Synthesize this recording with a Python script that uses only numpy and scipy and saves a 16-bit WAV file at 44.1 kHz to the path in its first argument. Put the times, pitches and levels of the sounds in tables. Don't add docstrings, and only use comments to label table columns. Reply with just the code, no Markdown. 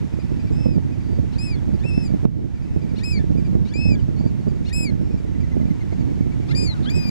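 import sys
import numpy as np
from scipy import signal
from scipy.fft import rfft, irfft
from scipy.io import wavfile
from scipy.ndimage import uniform_filter1d

SR = 44100
rng = np.random.default_rng(int(sys.argv[2]) if len(sys.argv) > 2 else 0)


def transcribe(signal):
    frames = np.atleast_2d(signal).T
    limited = np.clip(frames, -1, 1)
    pcm = np.round(limited * 32767).astype(np.int16)
    wavfile.write(sys.argv[1], SR, pcm)


def volts_from_db(level):
    exponent = np.asarray(level, float) / 20
    return 10 ** exponent


N = 313110

# start in seconds, crack level in dB, gain drop after it in dB.
OVERLOADS = [
    (0.6688, -50, -3),
    (2.2554, -32, -10.5),
    (3.554, -40, -2),
    (6.21, -42, -1.5),
]


def evened(x):
    return x / np.sqrt(np.mean(x ** 2) + 1e-20)


def read(points, hz, column=1):
    table = np.transpose(points)
    return np.interp(np.log(hz + 1), np.log(table[0] + 1), table[column])


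def add(mix, s, sound):
    part = mix[round(s * SR):][:len(sound)]
    part += sound[:len(part)]


def band_noise(size, order, low_hz, high_hz):
    band = signal.butter(order, [low_hz, high_hz], "band", fs=SR, output="sos")
    return signal.sosfilt(band, rng.standard_normal(size))


def partials(hz, levels_db, multiples, edge_s, broken_db=0, rough=0):
    wobble = uniform_filter1d(rng.standard_normal(len(hz)), 120)
    turns = np.cumsum(hz * (1 + (0.016 + rough) * wobble)) / SR
    stack = np.zeros(len(hz))
    for k, db in zip(multiples, levels_db):
        noise = rng.standard_normal(len(hz))
        flicker = evened(uniform_filter1d(uniform_filter1d(noise, 180), 180))
        sine = np.cos(2 * np.pi * k * turns + k * k)
        stack += volts_from_db(db + broken_db * flicker) * sine * (k * hz < 15600)
    return np.sqrt(2) * stack * signal.windows.tukey(len(hz), min(1, 2 * edge_s * SR / len(hz)))


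def unroll(rows):
    s, *columns = np.transpose(rows)
    t = np.arange(s[0], s[-1], 1 / SR)
    return s[0], [np.interp(t, s, c) for c in columns]


def whistle(rows, colour, share, first_dull_db=0):
    s, (hz, effort_db, bill_db) = unroll(rows)
    sag = 1 - hz / hz.max()
    hook = 1 - 0.047 * np.exp(-np.arange(len(hz)) / SR / 0.0021)
    first_db = effort_db + np.linspace(colour[0], colour[1], len(hz)) + first_dull_db * sag
    top_db = effort_db + share * (bill_db - effort_db) - 36 * sag
    levels_db = [first_db, effort_db, bill_db] + [top_db + db for db in colour[2:]]
    first_hz = uniform_filter1d(hz / 2, 350, mode="nearest") * hook
    return s, partials(first_hz, levels_db, range(1, 7), edge_s=0.0019, broken_db=0.6)


def far_whistle(s, length, from_hz, to_hz, second_db, first_db):
    u = np.linspace(0, 1, round(length * SR))
    hz = (from_hz + (to_hz - from_hz) * u) / 2 * (1 + 0.01485 * np.sin(np.pi * u))
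    return s, partials(hz, [first_db, second_db], range(1, 3), edge_s=.01, broken_db=3.0)


def add_whistles(flock, near):
    # time in seconds, second partial in Hz, its effort in dB, overtone strength from bill in dB.
    early = [
        [(.52, 4980, -61, -61), (.57, 5150, -56.5, -69), (.62, 5250, -51, -72), (.714, 5080, -54, -75),
         (.765, 4720, -59, -72)],
        [(1.383, 4760, -41, -60), (1.392, 4930, -40, -54), (1.425, 5130, -39, -53), (1.455, 5234, -40, -52),
         (1.487, 4980, -43, -56), (1.503, 5000, -43, -58), (1.54, 4520, -47.5, -71), (1.56, 4200, -54, -91)],
        [(3.033, 4700, -39.5, -54), (3.042, 4970, -37.5, -48), (3.057, 5190, -36.5, -51),
         (3.085, 5040, -38.5, -51), (3.109, 5190, -37.5, -50), (3.133, 4860, -38.5, -50),
         (3.177, 4360, -42.5, -68), (3.188, 4290, -44, -75)],
    ]
    later = [
        [(3.737, 4660, -44.5, -49.5), (3.79, 5120, -42.5, -55), (3.825, 5196, -39.5, -63),
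         (3.89, 5150, -41.5, -60), (3.934, 4830, -45, -55), (3.955, 4530, -51, -63)],
        [(4.727, 4880, -41, -48), (4.738, 5020, -37.5, -40), (4.763, 5177, -36.5, -41.5),
         (4.841, 5070, -37.5, -40), (4.879, 4390, -41.5, -62), (4.905, 4210, -47, -65)],
        [(1.838, 4840, -60, -59), (1.864, 5330, -54.5, -69), (1.892, 5320, -49.5, -57),
         (1.92, 5090, -50.5, -69), (1.945, 5250, -47.5, -68), (2.008, 5235, -47, -76),
         (2.045, 5080, -46.5, -56), (2.07, 4800, -46.5, -51.5), (2.085, 4430, -54, -73)],
    ]
    close = [
        [(6.549, 4670, -36, -59), (6.56, 4770, -36, -52), (6.58, 4896, -33, -44.5), (6.61, 4946, -35, -51),
         (6.647, 4890, -37.5, -44.5), (6.685, 4360, -36, -57), (6.712, 4120, -36.5, -74),
         (6.742, 3820, -43.5, -78)],
        [(6.897, 4400, -45, -51), (6.905, 4740, -41, -47), (6.93, 4900, -49, -69), (6.962, 5130, -42, -49),
         (7.008, 4930, -42, -59), (7.028, 4970, -42, -65), (7.065, 4810, -40.5, -68), (7.1, 4730, -40, -50)],
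    ]
    # first partial at the start in dB, at the end in dB, fourth, fifth and sixth partial in dB.
    colours = [(-3, -2.5, -14, -38, -52), (-9, 1, -10.5, -34, -53), (-4.5, -2, -13, -23, -48),
               (2.5, 2.5, -20, -29.5, -52), (-2, -1, -9.5, -20.5, -45), (14.5, -11, -13, -29, -50)]
    near_colours = [(-9, -9.5, -18, -26, -35), (3.5, -2.5, -28, -19, -41)]
    bill_shares = [.5, .5, .5, .5, .5, .3, .5, .15]
    # start and length in seconds, second partial from Hz, to Hz, second and first partial in dB.
    far_calls = [
        (0.22, 0.29, 5050, 5400, -71, -68),
        (1.03, 0.153, 4620, 4600, -63.5, -71),
        (2.601, 0.207, 5090, 5120, -73, -67.5),
        (3.75, 0.12, 4140, 4500, -65, -80),
        (4.154, .132, 4310, 4660, -61, -67),
        (5.001, 0.195, 5320, 5400, -70, -72),
    ]
    for rows, colour, share in zip([*early, *later], colours, bill_shares):
        add(flock, *whistle(rows, colour, share))
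    for rows, colour, share in zip(close, near_colours, bill_shares[-2:]):
        add(near, *whistle(rows, colour, share, first_dull_db=-82))
    for row in far_calls:
        add(flock, *far_whistle(*row))


def low_register(rows, dull_db=0):
    # frequency in Hz, throat gain in dB.
    throat = [(2000, -1.5), (3300, 0.5), (4300, 4.5), (5000, -3.5), (7000, -20), (11000, -26)]
    s, (hz, first_db, throat_db, *half) = unroll(rows)
    half = np.clip(half[0] if half else .02, .01, 3)
    multiples = np.arange(2, 14) / 2
    levels_db = [first_db]
    for k in multiples[1:]:
        half_db = 20 * np.log10(half) * (k % 1 > 0)
        levels_db.append(throat_db + read(throat, k * hz) + dull_db * max(k - 2, 0) + half_db)
    slack = np.minimum(half, 1)
    return s, partials(hz, levels_db, multiples, edge_s=0.0011, broken_db=1.0 + 0.3 * slack, rough=0.12 * slack)


def climb(s, length, from_hz, to_hz, db, early, first_db=-17):
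    shape = [(0, 0, -11, 0.36), (.25, 0.46 * early, 0.5, 0.17), (.55, early, 2, .1), (1, 0.83, 1, 0.18)]
    return low_register([(s + u * length, from_hz + up * (to_hz - from_hz), db + first_db + soft_db, db + soft_db, half)
                         for u, up, soft_db, half in shape])


def split(s, length, from_hz, to_hz, db, linger):
    shape = [(0, 0, -3), (linger, .06, 0), (.4 + 0.67 * linger, .6, -1), (1, 1, -7)]
    return low_register([(s + u * length, from_hz + up * (to_hz - from_hz), db - 7, db + soft_db, 2.5)
                         for u, up, soft_db in shape])


def lead_in(s, end, hz, first_db, throat_db, dull_db=0):
    swell_db, hz_per_s = -9.5, 6750
    return low_register([(s, hz, first_db + swell_db, throat_db + swell_db),
                         (end, hz + hz_per_s * (end - s), first_db, throat_db)], dull_db)


def tick(s, db):
    noise = band_noise(260, 2, 2200, 6500)
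    return s - .003, volts_from_db(db) * evened(noise) * np.hanning(len(noise))


def rasp(s, length, low_hz, high_hz, db):
    u = np.linspace(0, 1, round(length * SR))
    noise = evened(band_noise(len(u), 3, low_hz, high_hz))
    return s, volts_from_db(db) * noise * u ** 0.79 * np.minimum((1 - u) / .12, 1)


def curl(s, length, from_hz, to_hz, db):
    u = np.linspace(0, 1, round(length * SR))
    return s, partials(from_hz + (to_hz - from_hz) * u ** 2.2, [db], [1], edge_s=.003, broken_db=4.0)


def add_run_ups(flock, near):
    # start and length in seconds, from Hz, to Hz, throat level in dB, early share of the rise (0-1).
    climbs = [
        (1.321, 0.028, 1197, 1700, -58.5, 0.46),
        (1.787, 0.023, 1275, 1570, -64, 0.6),
        (2.955, 0.034, 1110, 1520, -56.5, .8),
        (3.672, 0.039, 1253, 1570, -59, .75),
        (4.647, 0.046, 1087, 1490, -54.5, 0.9),
        (6.481, 0.04, 1070, 1487, -54.5, 0.68),
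    ]
    # start and length in seconds, from Hz, to Hz, throat level in dB.
    half_line_strokes = [
        (1.347, 0.028, 1520, 1820, -66),
        (2.983, 0.027, 1420, 1760, -60.5),
        (3.652, 0.027, 1484, 1600, -66),
        (4.679, 0.033, 1440, 1770, -61),
        (6.508, 0.022, 1380, 1640, -57),
    ]
    lingers = [.15, 0.11, .3, .45, 0.38]
    # start and break in seconds, from Hz, first partial in dB, throat level in dB.
    lead_ins = [
        (1.366, 1.387, 1724, -56, -68),
        (1.808, 1.84, 1640, -52, -56.5),
        (2.996, 3.037, 1670, -49, -57),
        (3.708, 3.736, 1590, -51.5, -53.5),
        (4.699, 4.729, 1733, -45, -55),
        (6.511, 6.55, 1586, -48.5, -57),
        (6.858, 6.896, 1483, -43, -36.5),
    ]
    # time in seconds, level in dB.
    breaks = [
        (1.383, -54),
        (2.988, -51),
        (3.036, -54),
        (3.738, -54),
        (4.696, -48),
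        (4.729, -53),
        (6.514, -50),
        (6.553, -54),
        (6.9, -54),
    ]
    # start and length in seconds, low Hz, high Hz, level in dB.
    rasps = [
        (2.94, 0.083, 2400, 5770, -54),
        (3.648, 0.049, 2200, 5800, -53),
        (4.632, 0.079, 2200, 6500, -53),
        (6.455, 0.055, 2500, 5800, -58),
        (6.822, 0.045, 3400, 4330, -44.5),
    ]
    # start and length in seconds, from Hz, to Hz, level in dB.
    near_strokes = [
        (6.824, .043, 3560, 4700, -55),
        (6.848, 0.017, 1230, 1500, -51),
    ]
    splits = [(*row, linger) for row, linger in zip(half_line_strokes, lingers)]
    for mix, voice, calls in [(flock, climb, climbs[:-1]), (flock, split, splits[:-1]), (near, split, splits[-1:]),
                              (near, curl, near_strokes), (flock, lead_in, lead_ins[:-2]),
                              (flock, rasp, rasps[:-2]), (near, rasp, rasps[-2:]),
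                              (flock, tick, breaks[:-3]), (near, tick, breaks[-3:])]:
        for row in calls:
            add(mix, *voice(*row))
    add(near, *climb(*climbs[-1], first_db=2))
    for row in lead_ins[-2:]:
        add(near, *lead_in(*row, dull_db=-18))


def tail(s, length, hz, db, throat_db, sag_per_s=1.5):
    return low_register([(s + u * length, hz * (1 - sag_per_s * length * u ** 1.2), db - 7 * u, throat_db)
                         for u in (0, .5, 1)])


def add_tails(flock, near):
    # start and length in seconds, start Hz, first partial in dB, throat level in dB.
    tails = [
        (1.561, 0.097, 1710, -63, -78),
        (3.19, 0.033, 1790, -48.5, -62),
        (3.946, 0.045, 1705, -53.5, -70),
        (4.895, 0.036, 1700, -59, -70),
        (6.739, 0.056, 1550, -50.5, -67),
    ]
    # start and length in seconds, from Hz, to Hz, level in dB.
    curls = [
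        (1.558, .04, 3480, 3250, -62),
        (3.952, 0.0089, 3530, 3270, -54),
        (3.989, .022, 3080, 2750, -59),
        (4.014, .014, 2600, 2100, -67),
        (4.276, 0.02, 4630, 3670, -62),
    ]
    for row in tails[:-1]:
        add(flock, *tail(*row))
    for row in curls:
        add(flock, *curl(*row))
    add(near, *tail(*tails[-1], sag_per_s=4))


def pip(s, length, top_hz, *levels_db):
    u = np.linspace(0, 1, round(length * SR))
    arch = 1 - np.where(u < .3, 0.042 * (1 - u / 0.36) ** 2, 0.103 * ((u - .3) / 0.7) ** 2)
    return s, volts_from_db(-0.9 - 5.7 * u ** 2) * partials(top_hz * arch, levels_db, range(1, 4), edge_s=0.0022)


def grace(s, top_hz, first_db):
    hz = top_hz * np.linspace(.6, .76, 700)
    return s - .016, partials(hz, [first_db - 16, first_db - 15], range(1, 3), edge_s=0.0035)


def add_pips(flock):
    # start in seconds, top Hz, first partial in dB, second partial in dB.
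    pips = [(0.127, 2470, -58, -63), (.194, 2470, -56, -55), (.393, 2460, -55, -57),
            (0.468, 2370, -55, -60), (0.919, 2506, -57, -64), (1.005, 2420, -58, -65),
            (1.736, 2430, -61, -60), (2.089, 2346, -59, -59), (2.55, 2430, -60, -66),
            (2.62, 2390, -67, -63), (2.817, 2420, -56.5, -60.5), (2.89, 2400, -56, -62),
            (3.17, 2410, -52, -54), (3.373, 2430, -52.5, -56.5), (3.446, 2420, -55, -56.5),
            (3.999, 2380, -68, -60), (4.187, 2400, -69, -57), (4.268, 2370, -64, -59),
            (4.395, 2260, -70, -67), (4.481, 2390, -72, -58), (4.555, 2380, -72, -65),
            (5.106, 2490, -59, -64), (5.174, 2390, -59, -63), (5.403, 2400, -56, -61),
            (5.655, 2380, -58, -64), (5.735, 2330, -63, -69), (5.925, 2400, -63, -64),
            (5.994, 2330, -62, -59), (6.735, 2250, -67, -64), (6.956, 2240, -64, -63)]
    for s, hz, first_db, second_db in pips:
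        third_db = second_db - 15 + 11 * s * SR / N
        add(flock, *pip(s, .035, hz, first_db, second_db, third_db))


def add_trill(flock):
    # start in seconds, level in dB.
    trill = [(5.268, -57), (5.348, -55), (5.432, -51.5), (5.517, -50.5), (5.607, -53), (5.703, -50.5),
             (5.807, -48.5), (5.917, -51), (6.01, -55), (6.1, -56), (6.214, -55), (6.318, -52),
             (6.419, -56)]
    for s, db in trill:
        hz = 1996 + 291 * (s - trill[0][0])
        add(flock, *pip(s, 0.0263, hz, db, db - 12, db - 15))
        add(flock, *grace(s, hz, db))


def capsules(x, side):
    hz = np.fft.rfftfreq(N, 1 / SR)
    ratio = volts_from_db(read(side, hz)) * np.exp(1j * read(side, hz, column=2))
    return irfft(4 * rfft(x) * np.array([ratio, ratio ** 0]) / (1 + ratio), N)


def birds():
    # frequency in Hz, level in dB, radians ahead.
    flock_side = [(2100, 3.5, 0.67), (2520, 6, 0.51), (4500, 3, -0.28), (5250, 0, -0.043), (7600, 2, 0.63),
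                  (10200, 0, 0.62), (13000, 1, 1.25)]
    near_side = [(1700, 4.5, -5.2), (2080, 8.4, -3.3), (2500, 10, -.1), (3500, 4, 0), (4950, 5, .5),
                 (7400, 9, 1), (9800, 6, 1.9), (12400, 2, 4.6)]
    flock, near = np.zeros((2, N))
    add_whistles(flock, near)
    add_run_ups(flock, near)
    add_tails(flock, near)
    add_pips(flock)
    add_trill(flock)
    near *= np.minimum(np.arange(N)[::-1] / 250, 1)
    return (capsules(flock, flock_side) + capsules(near, near_side)) * signal.windows.tukey(N, .002)


def drift(top_hz, size):
    hz = np.fft.rfftfreq(size, 1 / SR)
    shape = (hz > 1.5) / np.sqrt(hz + 4) / (1 + (hz / top_hz) ** 4)
    return evened(irfft(rfft(rng.standard_normal(size)) * shape, size))


def turbulence():
    # frequency in Hz, density in dB per Hz.
    wind_spectrum = [(12, -53), (20, -13.5), (75, 1.5), (142, -0.5), (302, -9.5), (633, -31.5), (1100, -53),
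                     (1430, -70), (2420, -120)]
    hz, eddies = np.fft.rfftfreq(N, 1 / SR), drift(36.6, size=N)
    colour_db = read(wind_spectrum, hz) - 12 * np.log2(np.maximum(hz / 1100, 1))
    noise = rfft(rng.standard_normal(N)) * volts_from_db(colour_db)
    octave = np.clip(np.log2(hz / 50 + 1e-9), 0, 4)
    total = np.zeros(N)
    for k, depth_db in enumerate([1.2, 2.0, 2.8, 3.6, 4.0]):
        layer = irfft(noise * np.clip(1 - abs(octave - k), 0, 1), N)
        swell = eddies + .5 * drift(18, size=N)
        total += layer * volts_from_db(depth_db * swell - depth_db ** 2 / 7)
    return evened(total)


def blow(hz):
    u = np.arange(-400, 400) / SR * np.pi * hz
    return (1 - 2 * u ** 2) * np.exp(-u ** 2)


def wind():
    # time in seconds, gust level in dB.
    gusts = [(0.0, -34), (0.69, -28), (0.91, -30), (1.25, -30.5), (2.26, -29), (2.29, -34.5), (3.58, -26.5),
             (3.7, -32.5), (3.89, -25), (4.05, -30.5), (4.26, -28.5), (4.36, -33.5), (4.81, -28.5),
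             (5.3, -31.5), (5.63, -28), (5.73, -32.5), (6.0, -29), (7.1, -28.5)]
    # peak time in seconds, peak in dB, push 1 or pull -1.
    buffets = [(0.5818, -9, -1), (0.6594, -3.5, -1), (0.6684, -0.5, -1), (0.6911, -6, -1),
               (0.7798, -2.4, -1), (1.1903, -5.5, 1), (1.1982, -4, 1), (1.6922, -6.5, -1), (1.7406, -10, 1),
               (1.8523, -9, -1), (1.9795, -1, -1), (2.1056, -8, 1), (2.1224, -6.7, -1), (2.14, -4.1, 1),
               (2.148, -3.5, -1), (2.2557, 1.5, 1), (2.9828, -9.5, 1), (3.1769, -5.5, 1),
               (3.1949, -8.5, -1), (3.3066, -3, -1), (3.3522, -5.5, -1), (3.3597, -7.3, -1),
               (3.386, -6, -1), (3.523, -11.5, 1), (3.5324, -7.1, 1), (3.554, -0.8, 1), (3.625, -9, 1),
               (3.791, -5.5, 1), (3.8561, -4, 1), (3.867, -5.5, 1), (3.8902, -2, -1), (3.9116, -11, 1),
               (3.9213, -1.5, 1), (3.9406, -8, -1), (4.0895, -5.4, 1), (4.1997, -6.5, 1), (4.2106, -5, -1),
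               (4.2558, -6.9, -1), (4.2634, -1, -1), (4.4683, -5.5, -1), (4.482, -3, -1), (4.782, -8, -1),
               (4.809, -6.5, -1), (4.857, -6, 1), (4.923, -8.5, -1), (4.954, -8.5, 1), (5.0152, -6.7, 1),
               (5.1438, -5.5, -1), (5.556, -8.5, 1), (5.5786, -4, 1), (5.6034, -7.5, 1), (5.6158, -5.4, 1),
               (5.6329, -6.6, -1), (5.6563, -5.5, -1), (6.0107, -5, -1), (6.0272, -8, -1), (6.21, -1.3, 1),
               (7.0564, -8.5, -1)]
    # time in seconds, level in dB.
    flaps = [(.186, -10), (.322, -21), (.443, -17), (1.849, -7.5), (2.229, -8), (2.389, -20), (2.76, -8.5),
             (3.239, -9), (3.548, -9.5), (3.755, -11), (4.177, -18), (4.239, -11), (4.52, -16),
             (5.201, -18.5), (5.249, -14), (5.566, -6.5), (5.684, -17), (5.925, -7.5), (6.173, -14),
             (6.399, -11)]
    # time in seconds, level in dB.
    rattles = [
        (0.658, -27),
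        (.778, -24),
        (1.184, -26.5),
        (2.245, -21),
        (4.086, -29),
        (4.209, -22.5),
        (4.471, -22),
        (5.599, -23.5),
        (5.925, -22),
    ]
    level = 4 * volts_from_db(np.interp(np.arange(N) / SR, *np.transpose(gusts)))
    blows, kicks, churn_dips = np.zeros((3, N))
    lead_s = 400 / SR
    for s, db, sign in buffets:
        add(blows, s - lead_s, np.sign(sign) * volts_from_db(db) * blow(169.3))
        add(churn_dips, s - lead_s, np.hanning(800))
        add(kicks, s - lead_s, volts_from_db(db - 22.5) * np.hanning(800))
    for (s, db), sign in zip(flaps, rng.choice([-1, 1], len(flaps))):
        add(blows, s - .006, sign * volts_from_db(db) * blow(266))
        add(kicks, s - .004, volts_from_db(db - 17.5) * np.hanning(700))
    for s, db in rattles:
        add(kicks, s - .004, volts_from_db(db) * np.hanning(600))
    for s, db, drop_db in OVERLOADS:
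        add(blows, s, volts_from_db(db) * np.array([1, -1.2, .5]))
    sharp_pull = np.exp(-(np.arange(-400, 400) / SR / .0008) ** 2)
    add(blows, 2.2541 - lead_s, -volts_from_db(-0.5) * sharp_pull)
    small_eddies = evened(band_noise(N, 3, 230, 600))
    churn = level * turbulence() * (1 - 0.5 * np.minimum(churn_dips, 1))
    right = churn + blows + kicks * small_eddies
    left = volts_from_db(-11.0) * (level * turbulence() + 0.32 * np.roll(right, -8))
    return np.array([left, right]) * signal.windows.tukey(N, .002)


def surf():
    # frequency in Hz, density in dB per Hz.
    surf_spectrum = [(290, -16), (500, -20), (530, -7), (879, -6.5), (1160, -13), (2090, -13), (3190, -20),
                     (6570, -25), (14300, -44), (15900, -57)]
    # time in seconds, level in dB.
    surf_level = [(0.0, -56.5), (2.16, -57), (5.26, -58.5), (7.1, -54)]
    # frequency in Hz, likeness of the capsules (0-1), left against right in dB.
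    surf_pair = [(1000, 0.96, -0.5), (2400, 0.84, -0.5), (3400, 0.73, -1), (4000, 0.97, 2.5),
                 (6200, 0.9, -1), (10000, 0.78, -0.5), (15100, .68, -0.5)]
    frames, hz = N // 256 + 5, np.fft.rfftfreq(1024, 1 / SR)
    a, b, c, d, patches = rng.standard_normal((frames, 513, 5)).T
    patches = evened(uniform_filter1d(uniform_filter1d(patches, 12, 0), 14, 1))
    same = np.clip(read(surf_pair, hz), -1, 1)[:, None]
    tilt = volts_from_db(read(surf_pair, hz, column=2) / 2)[:, None]
    left = a + 1j * b
    right = same * left + np.sqrt(1 - same ** 2) * (c + 1j * d)
    z = np.array([left * tilt, right / tilt])
    z *= volts_from_db(read(surf_spectrum, hz)[:, None] + 0.3 * patches)
    middle = hz[(hz > 1100) & (hz < 1900)]
    z /= np.sqrt(np.sum(volts_from_db(read(surf_spectrum, middle)) ** 2))
    hiss = signal.istft(z, nperseg=1024, noverlap=768)[1][:, :N]
    return hiss * volts_from_db(7.0 + np.interp(np.arange(N) / SR, *np.transpose(surf_level)))


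def scene():
    t = np.arange(N) / SR
    hush_db = sum(drop_db * (t > s) * np.exp(-abs(t - s) / 0.28) for s, db, drop_db in OVERLOADS)
    return birds() + wind() + surf() * volts_from_db(hush_db)


def roll_off(x):
    return signal.sosfilt(signal.butter(12, 16020, fs=SR, output="sos"), x)


def record(dry):
    wide = np.clip(dry - .5 * dry[::-1], -.995, .995)
    hz, t, z = signal.stft(wide, SR, nperseg=1024)
    power = abs(z) ** 2
    power_db = 10 * np.log10(power + 1e-14)
    loudest_db = np.maximum.accumulate(np.where(hz[:, None] > 3800, power_db, -140), 1)
    smooth_db = 10 * np.log10(uniform_filter1d(power, 10, 1) + 1e-14)
    kept = smooth_db > loudest_db - np.where(hz > 9800, 41, 48)[:, None]
    mix = signal.istft(z * kept, SR, nperseg=1024)[1][:, :N]
    return roll_off(mix)


dry = scene()
out = record(dry)
transcribe(out)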